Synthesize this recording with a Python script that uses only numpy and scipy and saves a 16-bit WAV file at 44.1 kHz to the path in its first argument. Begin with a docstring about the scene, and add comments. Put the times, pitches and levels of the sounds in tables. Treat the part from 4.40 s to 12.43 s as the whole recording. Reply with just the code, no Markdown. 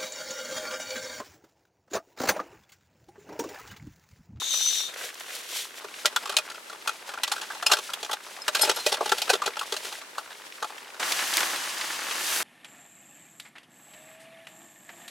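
"""Packing up in a rainy tent

Light rain patters on the taut fly. A sleeping mat is rolled, and its valve hisses and whistles as a
turbulent jet escapes. Bowls, plastic boxes and cutlery are pushed into a nylon pack, each impact
exciting their normal modes. Last, a crisp shell jacket is pulled out close by. Mat, pack and jacket
sound by friction of their weave and buckling of their folds."""
import sys
import numpy as np
from scipy import signal
from scipy.fft import rfft, irfft
from scipy.io import wavfile
from scipy.ndimage import uniform_filter1d

SR = 44100
rng = np.random.default_rng(int(sys.argv[2]) if len(sys.argv) > 2 else 0)


def master(y):
    """Save y as 16-bit WAV."""
    cut = np.clip(np.atleast_2d(y).T, -1, 1)
    pcm = np.round(cut * 32767)  # scale
    wavfile.write(sys.argv[1], SR, pcm.astype(np.int16))


N = 354123
TIME = np.arange(N) / SR


def undb(db):
    return 10 ** (np.asarray(db) / 20)


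def rms(x):
    return np.sqrt(np.mean(x ** 2) + 1e-20)


def unit(x):
    return x / rms(x)


def noise(size=N):
    return rng.standard_normal(size)


def axes(size):
    """Times [s] and frequencies [Hz] of a transform."""
    return np.arange(size) / SR, np.arange(size // 2 + 1) * SR / size


def curves(table):
    """The columns of a time table, interpolated to every sample."""
    times, *columns = np.transpose(table)
    return [np.interp(TIME, times, column) for column in columns]


def band(x, lo_hz, hi_hz):
    return signal.sosfilt(signal.butter(3, [lo_hz, hi_hz], "band", fs=SR, output="sos"), x)


def gains(spectrum, size):
    """A (frequency [Hz], level [dB]) outline as the gain in each bin of a transform."""
    hz, db = np.transpose(spectrum)
    _, f = axes(size)
    return undb(np.interp(np.log(f + 1), np.log(hz), db))


def colour(x, spectrum, size=2048):
    """Minimum-phase filter with the given outline."""
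    cepstrum = irfft(np.log(gains(spectrum, size)))
    cepstrum[1:size // 2] *= 2
    cepstrum[size // 2 + 1:] = 0
    return signal.fftconvolve(x, irfft(np.exp(rfft(cepstrum))))[:len(x)]


def resonance(f, hz, width_hz):
    """Response of a damped oscillator, gain 1 at its centre."""
    return 1j * f * width_hz / (hz ** 2 - f ** 2 + 1j * f * width_hz)


def wander(rate_hz):
    """Random levels joined by ramps, rms 1."""
    hold = int(SR / rate_hz)
    return unit(uniform_filter1d(np.repeat(noise(N // hold + 2), hold), hold)[:N])


def impact(t, contact, t60):
    """Envelope of a blow: growth during the contact, then exponential decay."""
    return np.minimum(t / max(contact, 1 / SR), 1) ** 1.3 * undb(-60 * np.maximum(t - contact, 0) / t60)


def add(out, time, sound):
    start = int(time * SR)
    out[start:start + len(sound)] += sound[:N - start]


# Spectrum of distant rain: (frequency [Hz], relative level [dB])
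RAIN_SPECTRUM = [(18, -71), (30, -34), (141, -16), (384, 1.5), (760, -9), (913, -1.5), (1540, -0.5),
                 (2060, -9), (3980, -7.5), (7470, -10), (11400, -13.5), (14800, -19), (16000, -22)]


def rain(drops_per_s=70, drop_db=-46, spread_db=4, pitch_hz=1450, hiss_db=-52):
    """Impact on a membrane: each drop pats the fly at its own pitch; distant drops merge into hiss."""
    out, size = np.zeros(N), 2048
    t, f = axes(size)
    hiss = unit(colour(noise(), RAIN_SPECTRUM)) * undb(hiss_db + 0.21 * wander(16))
    force = impact(t, contact=0.00056, t60=0.025)
    for when, weight, place in rng.random((int(drops_per_s * N / SR), 3)):
        hz = pitch_hz * 2 ** (1.8 * (place - .5))
        pat = irfft(rfft(noise(size) * force) * resonance(f, hz, 1.04 * hz) ** 2)
        db = drop_db + spread_db * min(-np.log(1 - weight), 3)
        add(out, when * TIME[-1], unit(pat) * rms(force) * undb(db))
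    return out + hiss


# Air flow as the mat is pressed and released: (time [s], level [dB re full flow])
VALVE_FLOW = [(0, -8), (.09, -5), (.14, -.5), (.22, -0.5), (.38, -1), (.43, -6.5), (.48, -10), (.53, -11)]
# Spectrum of the jet: (frequency [Hz], relative level [dB])
JET_SPECTRUM = [(1200, -16), (2400, -5.5), (3200, 3.5), (4300, 5), (4600, 0), (5300, -3), (6500, 2.5),
                (8000, -0.5), (9200, -7), (11000, -5.5), (13000, -16), (14500, -3), (15500, -21)]
# Pitch of the whistle, sinking as the flow changes: (time [s], frequency [Hz])
WHISTLE_PITCH = [(0, 6620), (.08, 6670), (.115, 6270), (.15, 5980), (.3, 6060), (.36, 6000), (.41, 5620),
                 (.46, 5970)]


def valve(jet_db=-36.5, bore_db=-33, singing_db=-26.5):
    """Aerodynamic sound: the flow drives a turbulent jet, two bore resonances and an edge tone."""
    flow_db, = curves(VALVE_FLOW)
    whistle_hz, = curves(WHISTLE_PITCH)
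    _, f = axes(N)
    jet = colour(noise(), JET_SPECTRUM)
    jet = band(jet, 900, 20000) / np.std(band(jet, 7000, 13000))
    bore = unit(irfft(rfft(noise()) * resonance(f, hz=3670, width_hz=290) ** 2, N))
    throat = unit(irfft(rfft(noise()) * resonance(f, hz=5920, width_hz=600) ** 2, N))
    phase = 2 * np.pi * np.cumsum(whistle_hz + 75 * wander(150)) / SR
    whistle = unit(wander(300) * np.cos(phase) + wander(300) * np.sin(phase))
    singing = whistle * undb(-3 + 3 * wander(30)) + throat * undb(-8)
    air = (jet * undb(jet_db + flow_db)
           + bore * undb(bore_db + 0.47 * flow_db)
           + singing * undb(singing_db + 1.6 * flow_db))
    return air * np.interp(TIME, [.46, .54], [1, 0])


def crackle(per_s, spread_db, t60):
    """Buckling: tiny clicks of very unequal size, each smeared by the sheet around it."""
    sizes = undb(spread_db * np.minimum(rng.exponential(size=N), 3.8))
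    clicks = (rng.random(N) < per_s / SR) * sizes * rng.choice([-1, 1], N)
    t, _ = axes(1024)
    sheet = rfft(noise(len(t)) * impact(t, 0, t60))
    whitened = irfft(sheet / np.abs(sheet) ** 0.55)
    return unit(signal.fftconvolve(clicks, whitened)[:N])


def fabric(spectrum, hiss_db, folds_db, crisp_db, flutter_db, swish_db, crumple_db):
    """Friction and buckling in nylon: the weave hisses, creases crackle, large folds crumple lower."""
    slide = noise() * undb(flutter_db * wander(70) + swish_db * wander(21))
    creases = crackle(per_s=900, spread_db=2.5, t60=0.0083)
    hiss = colour(unit(slide) + undb(crisp_db) * creases, spectrum)
    folds = colour(noise() + undb(crumple_db) * crackle(per_s=260, spread_db=6.5, t60=0.02), spectrum)
    hiss = band(hiss, 2200, 20000) / np.std(band(hiss, 2500, 14000))
    folds = band(folds, 20, 2200) / np.std(band(folds, 300, 2000))
    return hiss * undb(hiss_db) + folds * undb(folds_db)


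def stroke(peak_time, db, rise, swell_db=10.5, fall_share=0.69):
    """Friction noise follows speed: the gain of one slide swells to its peak, then falls faster."""
    away = np.maximum((peak_time - TIME) / rise, (TIME - peak_time) / (rise * fall_share))
    return undb(db - swell_db * away ** 1.23)


# Spectrum of the mat's cloth: (frequency [Hz], relative level [dB])
MAT_SPECTRUM = [(35, -72), (60, -42), (146, -20.5), (217, -25), (480, -3.5), (785, -6.5), (862, -16),
                (1110, -8.5), (2410, -3), (3500, 0), (4970, -5.5), (6580, -5), (12700, -11.5), (16000, -20)]
# Hand strokes: (peak time [s], hiss level [dB], rise [s], crumpling [dB re hiss])
HAND_STROKES = [(0.497, -48, 0.019, 8), (.59, -44, 0.055, -1), (.646, -35.5, 0.065, -3.5),
                (.83, -47, 0.077, -8), (.966, -40.5, 0.12, -3.5), (1.06, -46.5, .08, -18),
                (1.175, -32, 0.11, -15.5), (1.385, -39, 0.032, -6)]


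def mat(rest_hiss_db=-54, rest_folds_db=-55):
    """Sliding friction: strokes roll the mat, their powers adding to a faint steady rustle."""
    hiss_power = sum(stroke(time, db, rise) ** 2 for time, db, rise, _ in HAND_STROKES)
    folds_power = sum(stroke(time, db + crumple, rise) ** 2 for time, db, rise, crumple in HAND_STROKES)
    hiss_db = 10 * np.log10(hiss_power + undb(rest_hiss_db) ** 2)
    folds_db = 10 * np.log10(folds_power + undb(rest_folds_db) ** 2)
    cloth = fabric(MAT_SPECTRUM, hiss_db, folds_db,
                   crisp_db=-2.5, flutter_db=1.3, swish_db=1.9, crumple_db=0)
    return cloth * np.interp(TIME, [1.36, 1.44], [1, 0])


# Short pats and cracks, two raindrops on the fly and then stiff folds snapping:
# (time [s], level [dB], t60 [s], centre frequency [Hz])
PATS_AND_CRACKS = [(0.017, -30.5, 0.043, 980), (.139, -32, 0.04, 1210), (.405, -31, 0.023, 1700),
                   (.54, -34.5, .034, 3000), (0.742, -37, .024, 5000), (.797, -38, .093, 4000),
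                   (.95, -33, 0.054, 5000), (6.598, -35, 0.054, 2300), (6.628, -21.5, 0.044, 1600),
                   (6.719, -18.5, 0.04, 3000), (6.79, -24.5, 0.12, 1590), (6.937, -21.5, .037, 3500),
                   (6.97, -13, 0.011, 4800), (6.977, -21, 0.063, 1600), (7.006, -18.5, 0.016, 3500),
                   (7.031, -18.5, .019, 1480), (7.16, -25.5, .025, 2500), (7.41, -26.5, 0.061, 2280),
                   (7.71, -25.5, 0.06, 1700)]


def pats_and_cracks():
    """Impulsive excitation: a raindrop or a snapping fold drives one broad resonance of the fabric."""
    out, size = np.zeros(N), 4096
    t, f = axes(size)
    for time, db, t60, hz in PATS_AND_CRACKS:
        force = impact(t, 0.0014, t60)
        burst = noise(size) * force
        burst[0] += 14 * np.exp(-t60 / 0.019)  # the shortest start with a sharp tick
        sound = band(irfft(rfft(burst) * resonance(f, hz, width_hz=hz)), 260, 4.2 * hz)
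        add(out, time, unit(sound) * rms(force) * undb(db))
    return out


# Spectrum of the pack's nylon: (frequency [Hz], relative level [dB])
PACK_SPECTRUM = [(35, -85), (60, -54), (108, -30), (244, -15.5), (338, -15), (607, -7), (666, -9.5),
                 (903, -8.5), (1090, -13.5), (1170, -12), (2090, -8.5), (2770, -7.5), (3120, -6.5),
                 (10300, -15), (16000, -27)]
# Effort of the rummaging arm: (time [s], level [dB])
ARM_EFFORT = [(1.4, -45), (1.87, -42), (2.22, -47), (3.53, -43), (3.74, -49.5), (3.98, -45.5),
              (4.11, -43.5), (4.26, -27.5), (4.34, -39.5), (4.47, -39), (4.91, -36), (5.18, -44),
              (5.38, -41), (5.74, -48.5), (6.23, -48.5), (6.58, -48.5)]
JACKET_START_S = 6.595


def pack(usual_effort_db=-43, usual_folds_db=-49):
    """Friction and buckling both grow with the effort of the arm in the pack."""
    effort_db, = curves(ARM_EFFORT)
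    folds_db = usual_folds_db + 0.87 * (effort_db - usual_effort_db)
    cloth = fabric(PACK_SPECTRUM, effort_db - 2.5, folds_db,
                   crisp_db=-10, flutter_db=2.5, swish_db=3.9, crumple_db=-2.5)
    return cloth * np.interp(TIME, [1.36, 1.44, JACKET_START_S, JACKET_START_S + 0.014], [0, 1, 1, 0])


def landing(t, contact, chatter_s=0.0016, t60=0.047):
    """Damped impact: the envelope builds, holds while the item chatters, and dies in the soft pack."""
    rise = np.clip(t / contact, 0, 1) ** 1.1
    return rise * undb(-60 * np.maximum(t - contact - chatter_s, 0) / t60)


# Normal modes of bowls and boxes: (frequency [Hz], bandwidth [Hz], level [dB])
BOWL_MODES = [(415, 64, 14.5), (474, 36, 12.5), (610, 41, 8), (714, 31, -4.5), (861, 70, 11), (1015, 75, 0),
              (1174, 133, 9.5), (1365, 110, 7.5), (1576, 130, 3), (1956, 38, 7.5), (2490, 51, 12.5),
              (2770, 260, 3), (3400, 430, -2), (4030, 110, 5), (4455, 48, 2), (4970, 38, -20)]
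# Spectrum of a knock: (frequency [Hz], relative level [dB])
KNOCK_SPECTRUM = [(40, -34), (100, -24), (200, -11.5), (280, -11.5), (400, 2), (1400, 7.5), (2100, -6),
                  (3300, 0.5), (6000, -2.5), (10000, -8.5), (16000, -19)]
# Bands of thud, body, clack and tick: (lower edge [Hz], upper edge [Hz])
KNOCK_BAND_EDGES = [(40, 700), (700, 2000), (2000, 6000), (6000, 16000)]
# Gear colliding: (time [s], level [dB], contact time [s], hollow mode struck hardest [Hz],
# wall mode struck hardest [Hz], thud [dB re body], clack [dB re body], rebound [dB re first landing])
GEAR_KNOCKS = [(1.441, -33, 0.0039, 620, 1180, -1, -8.5, -24),
               (1.647, -23.5, .0023, 610, 1370, -5.5, -16, -25),
               (1.6563, -19.5, 0.00062, 615, 1960, -12.5, 6, -20),
               (1.7607, -16.5, 0.00083, 795, 1436, -15.5, -2.5, -25),
               (1.854, -27.5, .0027, 610, 1180, -12, -4.5, -3),
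               (1.893, -25, .0025, 720, 1180, -6, -1.5, -11), (1.922, -28.5, 0.001, 720, 1180, -9, -5, -4),
               (1.967, -27, .0006, 610, 2470, -15, 14, -17),
               (1.984, -27.5, 0.0011, 610, 2470, -19, 4.5, -32),
               (2.097, -37, .004, 720, 1380, -15, 1.5, -5), (2.295, -34.5, .003, 1000, 1380, -11, -5.5, -6),
               (2.4729, -19.5, 0.0027, 610, 1354, -17, -2.5, -7),
               (2.688, -31.5, 0.0037, 610, 1460, -7.5, -5, -26),
               (2.736, -30.5, 0.0026, 804, 1400, -13, -6.5, -29),
               (2.773, -30, .0023, 820, 1410, -24, -13, -25),
               (2.833, -26, 0.0017, 1000, 1930, -19, 7.5, -32),
               (2.873, -31.5, 0.0054, 610, 4460, -12, 2.5, -10),
               (2.914, -23, 0.0054, 780, 3570, -19, 0, -12), (2.96, -29.5, 0.0029, 830, 1580, -13, -6, -3),
               (3.01, -34.5, 0.0063, 834, 1580, -9, 3, -4.5),
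               (3.101, -28, 0.0018, 860, 1630, -20, -14, -10), (3.223, -24, 0.0035, 720, 1570, -9, -6, -30),
               (3.2618, -22.5, 0.0025, 726, 2790, -9, 7.5, -16),
               (3.29, -29.5, 0.011, 700, 2700, -9, -1.5, 7), (3.313, -16, 0.0057, 724, 2770, -8, 2, -25),
               (3.331, -16.5, .003, 790, 1410, -6.5, 0.5, -21),
               (3.366, -28.5, 0.0034, 420, 4740, -9, 0, -1), (3.49, -32, 0.0015, 820, 1380, -20, -16, -20),
               (3.533, -32.5, .0025, 1000, 3430, -10, 8, -29), (3.628, -35, 0.0015, 730, 2590, 2, 6, -2.5),
               (3.694, -27, .0014, 720, 1570, -6.5, -13, -25), (3.71, -28, .0042, 860, 3430, -5.5, 0.5, 3),
               (4.0794, -18.5, 0.00122, 790, 1590, -8.5, -0.5, -30),
               (4.147, -20, 0.0036, 1110, 1580, -11, 2, -9.5), (4.192, -28, 0.0023, 610, 4100, -6, 3.5, -1),
               (4.228, -20.5, 0.0035, 576, 4400, -1, -1, -3), (4.274, -27, .0015, 610, 2480, 2.5, -4, -14),
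               (4.294, -19.5, 0.002, 497, 1460, -4, 3, -8.5),
               (4.356, -29.5, 0.017, 805, 1380, -5.5, -0.5, -5),
               (4.462, -25.5, 0.0029, 610, 4400, 7.5, 8, -22), (4.515, -23.5, 0.011, 835, 3300, 0, 2, -4),
               (4.606, -19, 0.0032, 710, 1170, 4, -16, -11), (4.655, -25.5, .005, 820, 2790, -1, -2, -6.5),
               (4.692, -31, .0016, 610, 1400, -7, 6, -15), (4.717, -13, 0.002, 480, 1400, -7, -6, -37),
               (4.779, -34, .004, 854, 4500, -6, 7.5, -18), (4.817, -32, 0.0018, 850, 4460, 0, 11.5, -26),
               (4.89, -16, 0.012, 850, 1640, -1.5, -0.5, -26), (4.928, -22, .0074, 450, 3430, 0, 2, -8),
               (5.017, -19, .003, 1000, 1170, -12, -12, -5.5), (5.058, -26, 0.0042, 830, 4160, 0.5, 3, -27),
               (5.074, -23.5, 0.0021, 404, 1420, -4.5, -6, -25),
               (5.166, -27, 0.0028, 790, 2790, -10, -8, -27),
               (5.191, -39, 0.0022, 1000, 2790, -10, 12.5, -25),
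               (5.21, -22.5, 0.0021, 1000, 1180, -12, -10.5, -10),
               (5.321, -28, 0.0018, 400, 4200, 0, 4, -9), (5.364, -34, 0.0015, 610, 4100, -10, 7, -25),
               (5.444, -32.5, 0.0059, 400, 1180, -4, 0, -4.5), (5.524, -34, 0.002, 770, 1970, -11, 0, -25),
               (5.779, -23.5, 0.003, 870, 1180, -12, -8.5, -30),
               (6.224, -21.5, 0.0026, 850, 1180, -7.5, -9, -4)]


def knocks(hollow_db=11, wall_db=13, scatter_db=4, fine_db=5, tick_db=-6.5, rebound_s=0.0179):
    """Modal excitation: an item lands and rebounds once; where it strikes decides which modes speak."""
    out, size, lead = np.zeros(N), 6144, 64
    t, f = axes(size)
    outline = gains(KNOCK_SPECTRUM, size)
    contact_noise = np.interp(f, [250, 400, 2000, 5000], [0.95, 0.19, 1.67, 1.62])
    hz, width_hz, mode_db = np.transpose(BOWL_MODES)
    modes = resonance(f, hz[:, None], width_hz[:, None])
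    fine_hz = np.geomspace(3000, 14000, 48) * (1 + .015 * noise(48))  # small lids and fittings
    fine_modes = resonance(f, fine_hz[:, None], fine_hz[:, None] / 70)
    for time, db, contact, hollow_hz, wall_hz, thud_db, clack_db, rebound_db in [*GEAR_KNOCKS, *nudges()]:
        force = np.hypot(landing(t, contact), undb(rebound_db) * landing(t - rebound_s, contact))
        chatter = noise(size) * undb(2.2 * noise(size)) * force
        chatter[int(contact * SR)] += 20 * np.exp(-contact / 0.00051)  # only a quick contact cracks
        struck_db = hollow_db * np.exp(-(np.log(hz / hollow_hz) / 0.049) ** 2)
        struck_db += wall_db * np.exp(-(np.log(hz / wall_hz) / 0.05) ** 2)
        struck_db -= 20 * np.maximum(np.log2(hollow_hz / hz), 0)  # little ring below the hollow note
        ring = undb(mode_db + struck_db + scatter_db * noise(len(hz))) @ modes
        ring += undb(fine_db) * (noise(len(fine_hz)) * rng.random(len(fine_hz))) @ fine_modes
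        knock = irfft(rfft(np.roll(chatter, lead)) * (ring + contact_noise) * outline)
        for edges, part_db in zip(KNOCK_BAND_EDGES, (thud_db, 0, clack_db, clack_db + tick_db)):
            part = unit(band(knock, *edges))[lead:]
            add(out, time, part * rms(force) * undb(db + part_db))
    return out


def nudges(count=30, contact=.003, thud_db=-9, clack_db=-5, rebound_db=-9):
    """Random collisions, stronger with the arm's effort; rows as in GEAR_KNOCKS."""
    times, effort_db = np.transpose(ARM_EFFORT)
    hz = np.transpose(BOWL_MODES)[0]
    hollow_modes, wall_modes = hz[hz < 1100], hz[hz > 1100]
    rows = []
    for k, (delay, hollow, wall, force) in enumerate(rng.random((count, 4))):
        time = times[0] + (times[-1] - times[0]) * (k + delay) / count
        db = np.interp(time, times, effort_db) + 6 + 20 * np.log10(.5 + force)
        hollow_hz = hollow_modes[int(hollow * len(hollow_modes))]
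        wall_hz = wall_modes[int(wall * len(wall_modes))]
        rows.append((time, db, contact, hollow_hz, wall_hz, thud_db, clack_db, rebound_db))
    return rows


# Normal modes of cutlery: (frequency [Hz], t60 [s], level [dB])
CUTLERY_MODES = [(4150, 0.11, 3), (5160, 0.058, 6.5), (7200, 0.055, 5.5), (8200, 0.06, -1),
                 (8990, 0.077, -1), (10850, .08, -11), (11330, 0.061, -4), (14250, .05, -4)]
# Cutlery contacts: (time [s], level [dB], contact time [s], mode struck hardest [Hz])
CUTLERY_CLINKS = [(2.916, -26, .004, 10700), (3.316, -19, 0.0047, 10900), (3.265, -20.5, 0.0031, 5165),
                  (4.018, -33.5, 0.0014, 5165), (4.211, -15.5, 0.01, 11370), (4.212, -18.5, 0.0084, 8990),
                  (4.23, -24, .012, 5165), (4.358, -30, 0.0046, 11370), (4.385, -32.5, 0.022, 4102)]


def clinks(scratch_db=-9):
    """Forced, then free vibration: cutlery rings and scratches while it scrapes, then dies away."""
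    out, size = np.zeros(N), SR // 4
    t, _ = axes(size)
    for time, db, contact, main_hz in CUTLERY_CLINKS:
        ring = 0
        for hz, t60, mode_db in CUTLERY_MODES:
            struck_db = 14 * np.exp(-(np.log(hz / main_hz) / .04) ** 2)
            phase = 2 * np.pi * (hz * t + rng.random())
            phase += np.cumsum(0.04 * noise(size) * (t < 2 * contact))  # a rough onset
            ring += undb(mode_db + struck_db) * np.sin(phase) * impact(t, contact, t60)
        grit = noise(size) * undb(2 * noise(size))
        scratch = unit(band(grit, 3300, 10600)) * impact(t, contact, t60=0.043) * undb(scratch_db)
        add(out, time, undb(db) * (2 * ring / np.abs(ring).max() + scratch))
    return out


# Spectrum of the jacket's shell: (frequency [Hz], relative level [dB])
JACKET_SPECTRUM = [(35, -64), (60, -34), (338, -8), (458, -8), (842, -1), (1110, 1), (1440, -2.5),
                   (1700, 1), (2300, -5), (2970, -3.5), (4750, -6.5), (6140, -7), (10500, -10),
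                   (14200, -15.5), (16000, -20)]
# The jacket being drawn out: (time [s], hiss level [dB], crumpling level [dB])
JACKET_SLIDE = [(6.61, -34.5, -33.5), (6.684, -31.5, -34), (6.912, -32, -38), (6.982, -29.5, -31.5),
                (7.21, -35.5, -38.5), (7.65, -36, -40), (7.964, -30, -36.5), (8.02, -34.5, -37)]
# Quick tugs: (peak time [s], sheen level [dB], rise [s])
QUICK_TUGS = [(6.7, -47, .12), (6.98, -37.5, 0.27), (7.96, -32.5, 0.17)]


def jacket():
    """Sliding friction: the shell rustles as it is drawn out, and quick tugs add a high sheen."""
    hiss_db, folds_db = curves(JACKET_SLIDE)
    cloth = fabric(JACKET_SPECTRUM, hiss_db, folds_db,
                   crisp_db=-4, flutter_db=0.7, swish_db=0.8, crumple_db=-1)
    cloth = colour(cloth, [(6000, 0.7), (11000, -2.3), (15000, -3.8)])  # softens the treble
    sheen = unit(band(noise(), 5600, 13700)) * sum(stroke(*tug) for tug in QUICK_TUGS)
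    return (cloth + sheen) * np.clip((TIME - JACKET_START_S) / 0.0028, 0, 1)


def tent_walls(x):
    """Dense early reflections: convolution with a short burst of noise."""
    t, _ = axes(4096)
    response = noise(len(t)) * impact(t, contact=0.0019, t60=0.01)
    return signal.fftconvolve(x, response / np.linalg.norm(response))[:N]


# Stereo width: (frequency [Hz], side gain [dB])
SIDE_SPECTRUM = [(40, -19), (130, -22), (500, -9.5), (1000, -9), (2000, -6), (4000, -9.5), (12000, -6.5)]


def stereo(mid, side, side_db, pan_db):
    """Sum and difference of mid and filtered side give left and right."""
    side = colour(side, SIDE_SPECTRUM) * undb(side_db)
    return np.array([(mid + side) * undb(pan_db / 2), (mid - side) * undb(-pan_db / 2)])


def scene():
    """Decorrelation gives width: spread sources have an independent side; hits widen by reflection."""
    hits = knocks() + clinks() + pats_and_cracks()
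    return (stereo(valve(), valve(), side_db=2, pan_db=4.5)
            + stereo(mat() + pack() + jacket(), mat() + pack() + jacket(), side_db=-1, pan_db=0.5)
            + stereo(rain(), rain(), side_db=2, pan_db=0.7)
            + stereo(hits, tent_walls(hits), side_db=-2.5, pan_db=0.5))


def record(dry):
    """Band limiting: a steep low-pass removes the treble above 16 kHz."""
    return signal.sosfilt(signal.ellip(10, .2, 70, 16000, fs=SR, output="sos"), dry)


dry = scene()
out = record(dry)
master(out)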